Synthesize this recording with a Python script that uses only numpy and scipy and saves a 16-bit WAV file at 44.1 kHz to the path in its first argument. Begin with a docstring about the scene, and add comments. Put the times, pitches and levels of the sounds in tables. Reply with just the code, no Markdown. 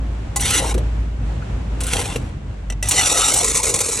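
"""Two rasping sweeps of a steel trowel on brick; then, much closer, a narrow blade taps in and is
dragged along a mortar joint. Sand grains crackle under the steel, which catches on coarse grit
and rings briefly. Loose mortar lands with dull knocks. Behind it a low drone, perhaps a machine,
wavers over the rumble of a building site."""
import sys
import numpy as np
from scipy import signal
from scipy.fft import rfft, irfft, next_fast_len
from scipy.io import wavfile
from scipy.ndimage import uniform_filter1d, map_coordinates

SR = 44100
rng = np.random.default_rng(int(sys.argv[2]) if len(sys.argv) > 2 else 0)


def generate_wav(signal):
    """Clip the signal to [-1, 1] and save it as 16-bit WAV at the path in sys.argv[1]."""
    frames = np.transpose(np.atleast_2d(signal))
    scaled = np.clip(frames, -1, 1) * 32767
    pcm = np.round(scaled).astype(np.int16)
    wavfile.write(sys.argv[1], SR, pcm)


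N = 176400
CLOSE_FROM_S, DRAG_FROM_S = 2.45, 3.4
ROLL_OFF_HZ, TOP_HZ = 12100, 16100

# Strokes. Each row: time in seconds, edge pressure in dB, low scrub level in dB.
FIRST_SWEEP_DB = [(.397, -33.5, -36), (.46, -25.5, -36.5), (.525, -24.5, -37), (.545, -22, -32.5),
                  (.585, -22, -28), (.61, -32.5, -27), (.67, -33, -28.5), (.715, -32, -32),
                  (.728, -40, -30)]
SECOND_SWEEP_DB = [(1.807, -44, -35.5), (1.9, -31, -44), (1.95, -27.5, -26.5), (1.99, -28, -27),
                   (2.04, -32, -32.5), (2.1, -34.5, -32), (2.15, -38.5, -37), (2.19, -50.5, -46),
                   (2.3, -59, -54)]
JOINT_PUSH_DB = [(2.84, -38, -38), (2.88, -34, -39), (2.91, -31.5, -31), (2.995, -21, -29.5),
                 (3.025, -26.5, -28), (3.07, -21.5, -29.5), (3.125, -29, -26), (3.19, -23.5, -25.5),
                 (3.245, -27, -31.5), (3.295, -23.5, -25.5), (3.331, -30.5, -26.5), (3.385, -26, -30),
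                 (3.428, -31.5, -26.5)]
JOINT_DRAG_DB = [(3.432, -30, -26), (3.49, -28, -32), (3.58, -32.5, -33.5), (3.615, -37, -31.5),
                 (3.645, -28, -29.5), (3.725, -34.5, -30), (3.785, -38, -33.5), (3.83, -31.5, -32),
                 (4, -33, -33.5)]
# Lower edges of the scrub, rasp and hiss bands in Hz.
STROKE_BANDS_HZ = [250, 1150, 5000]
# Spectra of steel on masonry. Each row: frequency in Hz, gain in dB.
WALL_COLOUR_DB = [(280, -0.5), (400, -6), (455, 0.5), (640, -11), (858, -4.5), (1210, -10.5), (1470, -5),
                  (1720, -10), (2210, -6.5), (3800, -8), (5050, -15.5), (5800, -8), (6470, -12),
                  (8300, -7.5), (11500, -12), (15000, -31)]
PUSH_COLOUR_DB = [(280, -7), (590, -13), (793, -0.5), (1000, -8), (1300, -6), (1700, -15.5), (1990, -6.5),
                  (2320, -8), (2950, -4.5), (3250, -10.5), (3720, -3.5), (4970, -12.5), (5800, -3.5),
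                  (6470, -8), (7100, -3), (11000, -9.5), (11500, -10), (15000, -27)]
DRAG_COLOUR_DB = [(280, -10.5), (376, -11.5), (445, -0.5), (648, -16.5), (1090, -9), (1700, -19),
                  (2250, -6.5), (3160, -19), (3640, -9), (5050, -12), (5800, -4.5), (6890, -0.5),
                  (7800, -2.5), (8430, -0.5), (11500, -9), (15000, -32)]
# Modes of the broad trowel and narrow blade. Each row: frequency in Hz, level in dB, t60 in seconds.
TROWEL_MODES = [(815, 4, .11), (1059, 0, .12), (1480, -13, .05), (2008, -3, 0.096), (4606, -2, 0.066),
                (6860, 1, .06)]
BLADE_MODES = [(619, -7, 0.081), (1980, 0, 0.06), (2690, 2, 0.035), (3060, -7, .05), (3640, -10, .05),
               (5880, 2.5, 0.037), (6950, -9, .05), (7400, -18, .05), (8380, -1.5, 0.038)]
# Snags. Each row: start in seconds, level in dB, tilt in dB per octave, slip length in seconds.
GRIT_CATCHES = [(.360, -21.5, 8.5, 0.015), (.406, -21, 7, 0.009), (0.454, -19, 2.5, 0.0033),
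                (.505, -16.5, 3.5, 0.0051), (.742, -28, -0.5, 0.0053), (0.779, -32.5, 0, .005),
                (1.806, -26, 3, 0.0089), (1.835, -26, 5.5, 0.0069), (1.867, -22.5, 9, 0.002),
                (1.933, -14.5, 1, 0.0031), (2.159, -23, 0, 0.0026), (2.887, -15, 13, 0.0083),
                (2.91, -14.5, 1.5, 0.012), (3.338, -13, 8, 0.0076), (3.444, -10.5, 1.5, 0.0019),
                (3.552, -15.5, 0, 0.0093), (3.571, -14, 0.5, 0.0045), (3.631, -17, -0.5, 0.0076),
                (3.692, -19, 1, 0.01), (3.740, -14, -0.5, .006), (3.757, -18, -0.5, 0.0069),
                (3.790, -16.5, -0.5, 0.002), (3.805, -15.5, -0.5, 0.01)]
# Chatter. Each row: peak time in seconds, pitch in Hz, level in dB, half length in seconds.
CHATTER_TONES = [(0.374, 6880, -24, 0.008), (0.418, 5900, -29, .015), (0.465, 3665, -28, .025),
                 (0.619, 456.7, -27, .025), (.652, 920, -28, .018), (2.161, 2760, -27, 0.0037),
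                 (2.99, 2004, -20, 0.016), (2.994, 785, -19.5, 0.015), (2.995, 5900, -25, 0.017),
                 (3.109, 3770, -22.5, 0.017), (3.213, 1314, -28, 0.063), (3.227, 3780, -27.5, 0.084),
                 (3.38, 8380, -18.5, 0.023)]
# Taps. Each row: start in seconds, level in dB, tilt in dB per octave.
BLADE_TAPS = [(.362, -16.5, 4.5), (2.701, -25.5, -2), (2.723, -30, -4), (2.8272, -19, 4.5), (2.855, -30, 7)]
# Mortar landing. Each row: start in seconds, level in dB, pitch in Hz, t60 in seconds.
MORTAR_KNOCKS = [(.746, -18, 362, 0.09), (.776, -27, 479, 0.16), (1.421, -29.5, 1490, 0.046),
                 (2.158, -21.5, 448, 0.047), (2.158, -26, 732, 0.05)]
# Stereo image, left minus right; the very top is out of phase, as in compressed audio.
# Each row: frequency in Hz, then phase in radians or level in dB.
STEREO_PHASE_RAD = [(200, -0.6), (520, 0.62), (780, 1.0), (1030, 1), (1720, 0.63), (7400, 0.55),
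                    (8350, -1.1), (11500, -2), (12400, -4.5)]
STEREO_BALANCE_DB = [(380, -2.5), (650, 4.5), (1290, 4.5), (2200, 0)]
# Drone fundamental. Each row: time in seconds, pitch in Hz.
DRONE_PITCH_HZ = [(0, 55.63), (1.8, 54.57), (2.7, 49.8)]
# Background envelopes. Each row: time in seconds, relative level in dB.
DRONE_LEVEL_DB = [(0, -21), (.27, -30), (.5, -25.5), (.68, -25.5), (.76, -17), (.95, -18.5), (1.1, -24.5),
                  (1.32, -21.5), (1.45, -28.5), (1.8, -23), (2.1, -35), (2.55, -35.5), (2.72, -22),
                  (3, -34.5), (4, -39)]
RUMBLE_LEVEL_DB = [(0, -29), (2.35, -28.5), (2.55, -31.5), (4, -37)]
AIR_LEVEL_DB = [(.3, -38.5), (.85, -36.5), (1.1, -39.5), (1.45, -36.5), (2.25, -38), (2.36, -43),
                (2.65, -43.5)]
# Background spectra. Each row: frequency in Hz, gain in dB.
RUMBLE_COLOUR_DB = [(25, -14), (45, 3.5), (115, 0.5), (145, -6), (280, -14), (450, -29.5), (1500, -110)]
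AIR_COLOUR_DB = [(250, -2.5), (600, -6), (1200, -12.5), (2800, -19), (5000, -28.5), (7500, -29),
                 (10500, -40), (13000, -62)]
# Background stereo image. Each row: frequency in Hz, left-right correlation.
STEREO_CORRELATION = [(70, 1), (220, .96), (550, 0.13), (5000, 0.037)]


def scraping():
    """Steel on masonry: two sweeps over the wall, then a push and a drag along the joint."""
    return (stroke(FIRST_SWEEP_DB, WALL_COLOUR_DB, TROWEL_MODES, grains_per_s=6000, judder_db=1,
                   ring_gain=0.15, patchy_db=3.7, hiss_db=2, hiss_db_per_s=0)
            + stroke(SECOND_SWEEP_DB, WALL_COLOUR_DB, TROWEL_MODES, grains_per_s=1800, judder_db=2,
                     ring_gain=0.07, patchy_db=3, hiss_db=2, hiss_db_per_s=-6.5)
            + stroke(JOINT_PUSH_DB, PUSH_COLOUR_DB, BLADE_MODES, grains_per_s=6000, judder_db=1.8,
                     ring_gain=0.13, patchy_db=3.5, hiss_db=3.5, hiss_db_per_s=8)
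            + stroke(JOINT_DRAG_DB, DRAG_COLOUR_DB, BLADE_MODES, grains_per_s=3200, judder_db=2.5,
                     ring_gain=0.096, patchy_db=3, hiss_db=8.5, hiss_db_per_s=2.5))


def stroke(rows, colour, modes, grains_per_s, judder_db, ring_gain, patchy_db, hiss_db, hiss_db_per_s):
    """Grit under a juddering blade: a low scrub, plus rasp and hiss that follow the pressure."""
    force = grit(N, grains_per_s, spread_db=4, rub_gain=0.6)
    force *= amp(judder_db * np.clip(wobble(170), -2, 1.5))
    rub = unit_rms(coloured(force, lambda hz: along(colour, hz)))
    ring = unit_rms(signal.fftconvolve(force, blade_ring(modes))[:N])
    contact = shifting_resonances(rub + ring_gain * ring, patchy_db)  # contact wanders along the edge
    t, out = np.arange(N) / SR, np.zeros(N)
    elapsed_s, remaining_s = t - rows[0][0], rows[-1][0] - t
    pressure_db, scrub_db = curves(rows)
    top_db = pressure_db + hiss_db + hiss_db_per_s * elapsed_s
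    scrub_hz, rasp_hz, hiss_hz = STROKE_BANDS_HZ
    scrub = lambda hz: highpass(hz, scrub_hz) ** 2 - highpass(hz, rasp_hz) ** 2
    rasp = lambda hz: highpass(hz, rasp_hz) ** 2 - highpass(hz, hiss_hz) ** 2
    hiss = lambda hz: highpass(hz, hiss_hz) ** 2 - 0.8 * highpass(hz, ROLL_OFF_HZ, steepness=80)
    for db, band in [(scrub_db, scrub), (pressure_db, rasp), (top_db, hiss)]:
        out += amp(db + wobble(80)) * unit_rms(filtered(contact, band))
    gate = np.clip(np.minimum(elapsed_s, remaining_s) / 0.0075 + 1, 0, 1)
    return out * gate


def grit(n, grains_per_s, spread_db, rub_gain):
    """Sand grains of uneven size breaking over a smooth rub."""
    hits = rng.random(n) < grains_per_s / SR
    grains = hits * rng.choice([-1, 1], n) * amp(spread_db * np.clip(rng.standard_normal(n), -2, 2))
    return unit_rms(unit_rms(grains) + rub_gain * rng.standard_normal(n))


def blade_ring(modes):
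    """Decaying steel modes after one contact, energy 1."""
    t = np.arange(SR // 5) / SR
    ring = sum(amp(db + rng.normal(0, 1.9) - 60 * t / t60_s) * np.sin(2 * np.pi * hz * t)
               for hz, db, t60_s in modes)
    return ring / np.linalg.norm(ring)


def shifting_resonances(x, patchy_db):
    """Resonances come and go: smooth random gain over time and frequency."""
    spectra = signal.stft(x, nperseg=512, noverlap=384)[2]
    field = rng.standard_normal(spectra.shape)
    for _ in range(2):
        field = uniform_filter1d(uniform_filter1d(field, size=3, axis=0), size=12, axis=1)
    field -= uniform_filter1d(field, size=12, axis=0)  # one resonance gains what its neighbours lose
    gain = amp(patchy_db * np.clip(unit_rms(field), -2, 2))
    return signal.istft(spectra * gain, nperseg=512, noverlap=384)[1][:N]


def catches():
    """The edge snags on coarse grit and breaks free."""
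    out = np.zeros(N)
    for start_s, db, tilt_db_per_oct, slip_s in GRIT_CATCHES:
        joint_colour = PUSH_COLOUR_DB if start_s < DRAG_FROM_S else DRAG_COLOUR_DB
        colour = WALL_COLOUR_DB if start_s < CLOSE_FROM_S else joint_colour
        add(out, start_s, amp(db) * crunch(colour, tilt_db_per_oct, hold_s=slip_s, t60_s=0.042))
    return out


def crunch(colour, tilt_db_per_oct, hold_s, t60_s):
    """A burst of crushed grit: holds near rms 1, then decays."""
    t = np.arange(SR // 5) / SR
    shape_db = lambda hz: along(colour, hz) + tilt_db_per_oct * np.log2(np.clip(hz, 300, 9000) / 4000)
    grains = grit(len(t), grains_per_s=9000, spread_db=1, rub_gain=1)
    envelope = amp(-60 * np.maximum(t - hold_s, 0) / t60_s)
    return coloured(grains * envelope, shape_db) / np.std(coloured(grains, shape_db))


def chatter(flutter_per_s):
    """Chatter feeds one resonance of the blade for a moment."""
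    t, out = np.arange(N) / SR, np.zeros(N)
    for peak_s, hz, db, half_s in CHATTER_TONES:
        phase = 2 * np.pi * hz * t + 0.88 * wobble(flutter_per_s)
        swell = np.exp(-((t - peak_s) / half_s) ** 2)
        out += amp(db + 5.2 * wobble(flutter_per_s)) * swell * np.sin(phase)
    return out


def taps():
    """Steel touches brick and rings: first the trowel, later the narrow blade."""
    out = np.zeros(N)
    for start_s, db, tilt_db_per_oct in BLADE_TAPS:
        on_wall = start_s < CLOSE_FROM_S
        colour, modes = (WALL_COLOUR_DB, TROWEL_MODES) if on_wall else (PUSH_COLOUR_DB, BLADE_MODES)
        crack = crunch(colour, tilt_db_per_oct, hold_s=0.0034, t60_s=0.037)
        ring = blade_ring(modes) * np.linalg.norm(crack)
        add(out, start_s, amp(db) * (0.72 * crack + 0.76 * ring))
    return out


def knocks():
    """Loose mortar lands: one broad, damped resonance per knock."""
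    t, out = np.arange(SR // 5) / SR, np.zeros(N)
    for start_s, db, pitch_hz, t60_s in MORTAR_KNOCKS:
        resonance = lambda hz: 1 / (1 + ((hz - pitch_hz) / (0.36 * pitch_hz)) ** 2)
        body = unit_rms(filtered(rng.standard_normal(len(t)), resonance))
        envelope = amp(db - 60 * t / t60_s) * (1 - np.exp(-t / 0.0018))
        add(out, start_s, envelope * (body + np.sin(2 * np.pi * pitch_hz * t)))
    return out


def near_walls(x, t60_s, wet_db):
    """Direct sound in stereo, plus a short scatter from the masonry."""
    t = np.arange(SR // 4) / SR
    tail = rng.standard_normal((2, len(t))) * amp(-60 * t / t60_s)
    echo = signal.fftconvolve(x[None], tail / np.linalg.norm(tail[0]), axes=1)[:, :N]
    echo = filtered(echo, lambda hz: hz < ROLL_OFF_HZ)  # low-passed: slightly duller
    echo = np.array([shifting_resonances(channel, patchy_db=5) for channel in echo])
    sides = np.array([[0.5], [-0.5]])
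    balance = lambda hz: amp(sides * along(STEREO_BALANCE_DB, hz))
    direct = filtered(x, lambda hz: balance(hz) * np.exp(1j * sides * along(STEREO_PHASE_RAD, hz)))
    return direct + amp(wet_db) * echo


def drone():
    """Perhaps a machine: three low harmonics, wavering in pitch and level."""
    pitch_hz = curves(DRONE_PITCH_HZ)[0] * (1 + 0.0144 * wobble(14))
    phase = 2 * np.pi * np.cumsum(pitch_hz) / SR
    tone = np.sin(phase) + amp(-20.5) * np.sin(2 * phase) + amp(-21) * np.sin(3 * phase)
    return amp(curves(DRONE_LEVEL_DB)[0] + 3 + wobble(16)) * tone


def site():
    """Building-site rumble and open air, both unsteady in level."""
    rumble_db = curves(RUMBLE_LEVEL_DB)[0] + 1 + 1.97 * wobble(16)
    rumble = amp(rumble_db) * ambience(RUMBLE_COLOUR_DB, low_cut_hz=35.8)
    air_db = curves(AIR_LEVEL_DB)[0] + 0.95 * wobble(12)
    return rumble + amp(air_db) * ambience(AIR_COLOUR_DB, low_cut_hz=227)


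def ambience(colour, low_cut_hz):
    """Stereo noise of rms 1, centred in the bass and wide in the treble."""
    def response(hz):
        angle = np.arccos(np.clip(along(STEREO_CORRELATION, hz), -1, 1)) / 2
        gain = amp(along(colour, hz)) * highpass(hz, low_cut_hz, steepness=8)
        return gain * [np.cos(angle), np.sin(angle)]
    mid, side = filtered(rng.standard_normal((2, N)), response)
    return unit_rms(np.array([mid + side, mid - side]))


def amp(db):
    """Decibels to gain."""
    return 10 ** (np.asarray(db) / 20)


def unit_rms(x):
    """Scale to rms 1."""
    return x / np.sqrt(np.mean(x ** 2) + 1e-20)


def along(points, hz):
    """Interpolate (Hz, value) points on a log axis."""
    knots_hz, values = np.transpose(points)
    return np.interp(np.log(hz + 1), np.log(knots_hz + 1), values)


def curves(rows):
    """One value per sample for each column after the time."""
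    times_s, *columns = np.transpose(rows)
    return [np.interp(np.arange(N) / SR, times_s, column) for column in columns]


def wobble(knots_per_s):
    """Smooth random curve."""
    knots = rng.standard_normal(int(N * knots_per_s / SR) + 4)
    return map_coordinates(knots, [np.arange(N) * knots_per_s / SR])


def filtered(x, gain_of_hz):
    """Zero-padded FFT filter."""
    n = x.shape[-1]
    size = next_fast_len(n + 8192, True)
    return irfft(rfft(x, size) * gain_of_hz(np.fft.rfftfreq(size, 1 / SR)), size)[..., :n]


def coloured(x, db_of_hz, size=4096):
    """Minimum-phase filter with the given dB response."""
    gain = amp(db_of_hz(np.fft.rfftfreq(size, 1 / SR)))
    cepstrum = irfft(np.log(np.maximum(gain, 1e-6)))
    cepstrum[1:size // 2] *= 2
    cepstrum[size // 2 + 1:] = 0
    return signal.fftconvolve(x, irfft(np.exp(rfft(cepstrum))))[:len(x)]


def highpass(hz, edge_hz, steepness=12):
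    """High-pass gain."""
    return 1 / np.sqrt(1 + (edge_hz / (hz + 1)) ** steepness)


def add(track, start_s, sound):
    """Mix a sound into a track."""
    part = track[round(start_s * SR):][:len(sound)]
    part += sound[:len(part)]


def scene():
    """Trowel work in front of the site."""
    trowel = scraping() + catches() + chatter(flutter_per_s=200) + taps() + knocks()
    return near_walls(trowel, t60_s=0.071, wet_db=-12) + drone() + site()


def record(dry):
    """Bandwidth as in compressed audio: treble steps down near 12 kHz and ends near 16 kHz."""
    treble_db = lambda hz: 0.5 * highpass(hz, 11000) - 3.3 * highpass(hz, ROLL_OFF_HZ, steepness=80)
    return filtered(dry, lambda hz: amp(treble_db(hz)) * (hz < TOP_HZ))


dry = scene()
out = record(dry)
generate_wav(out)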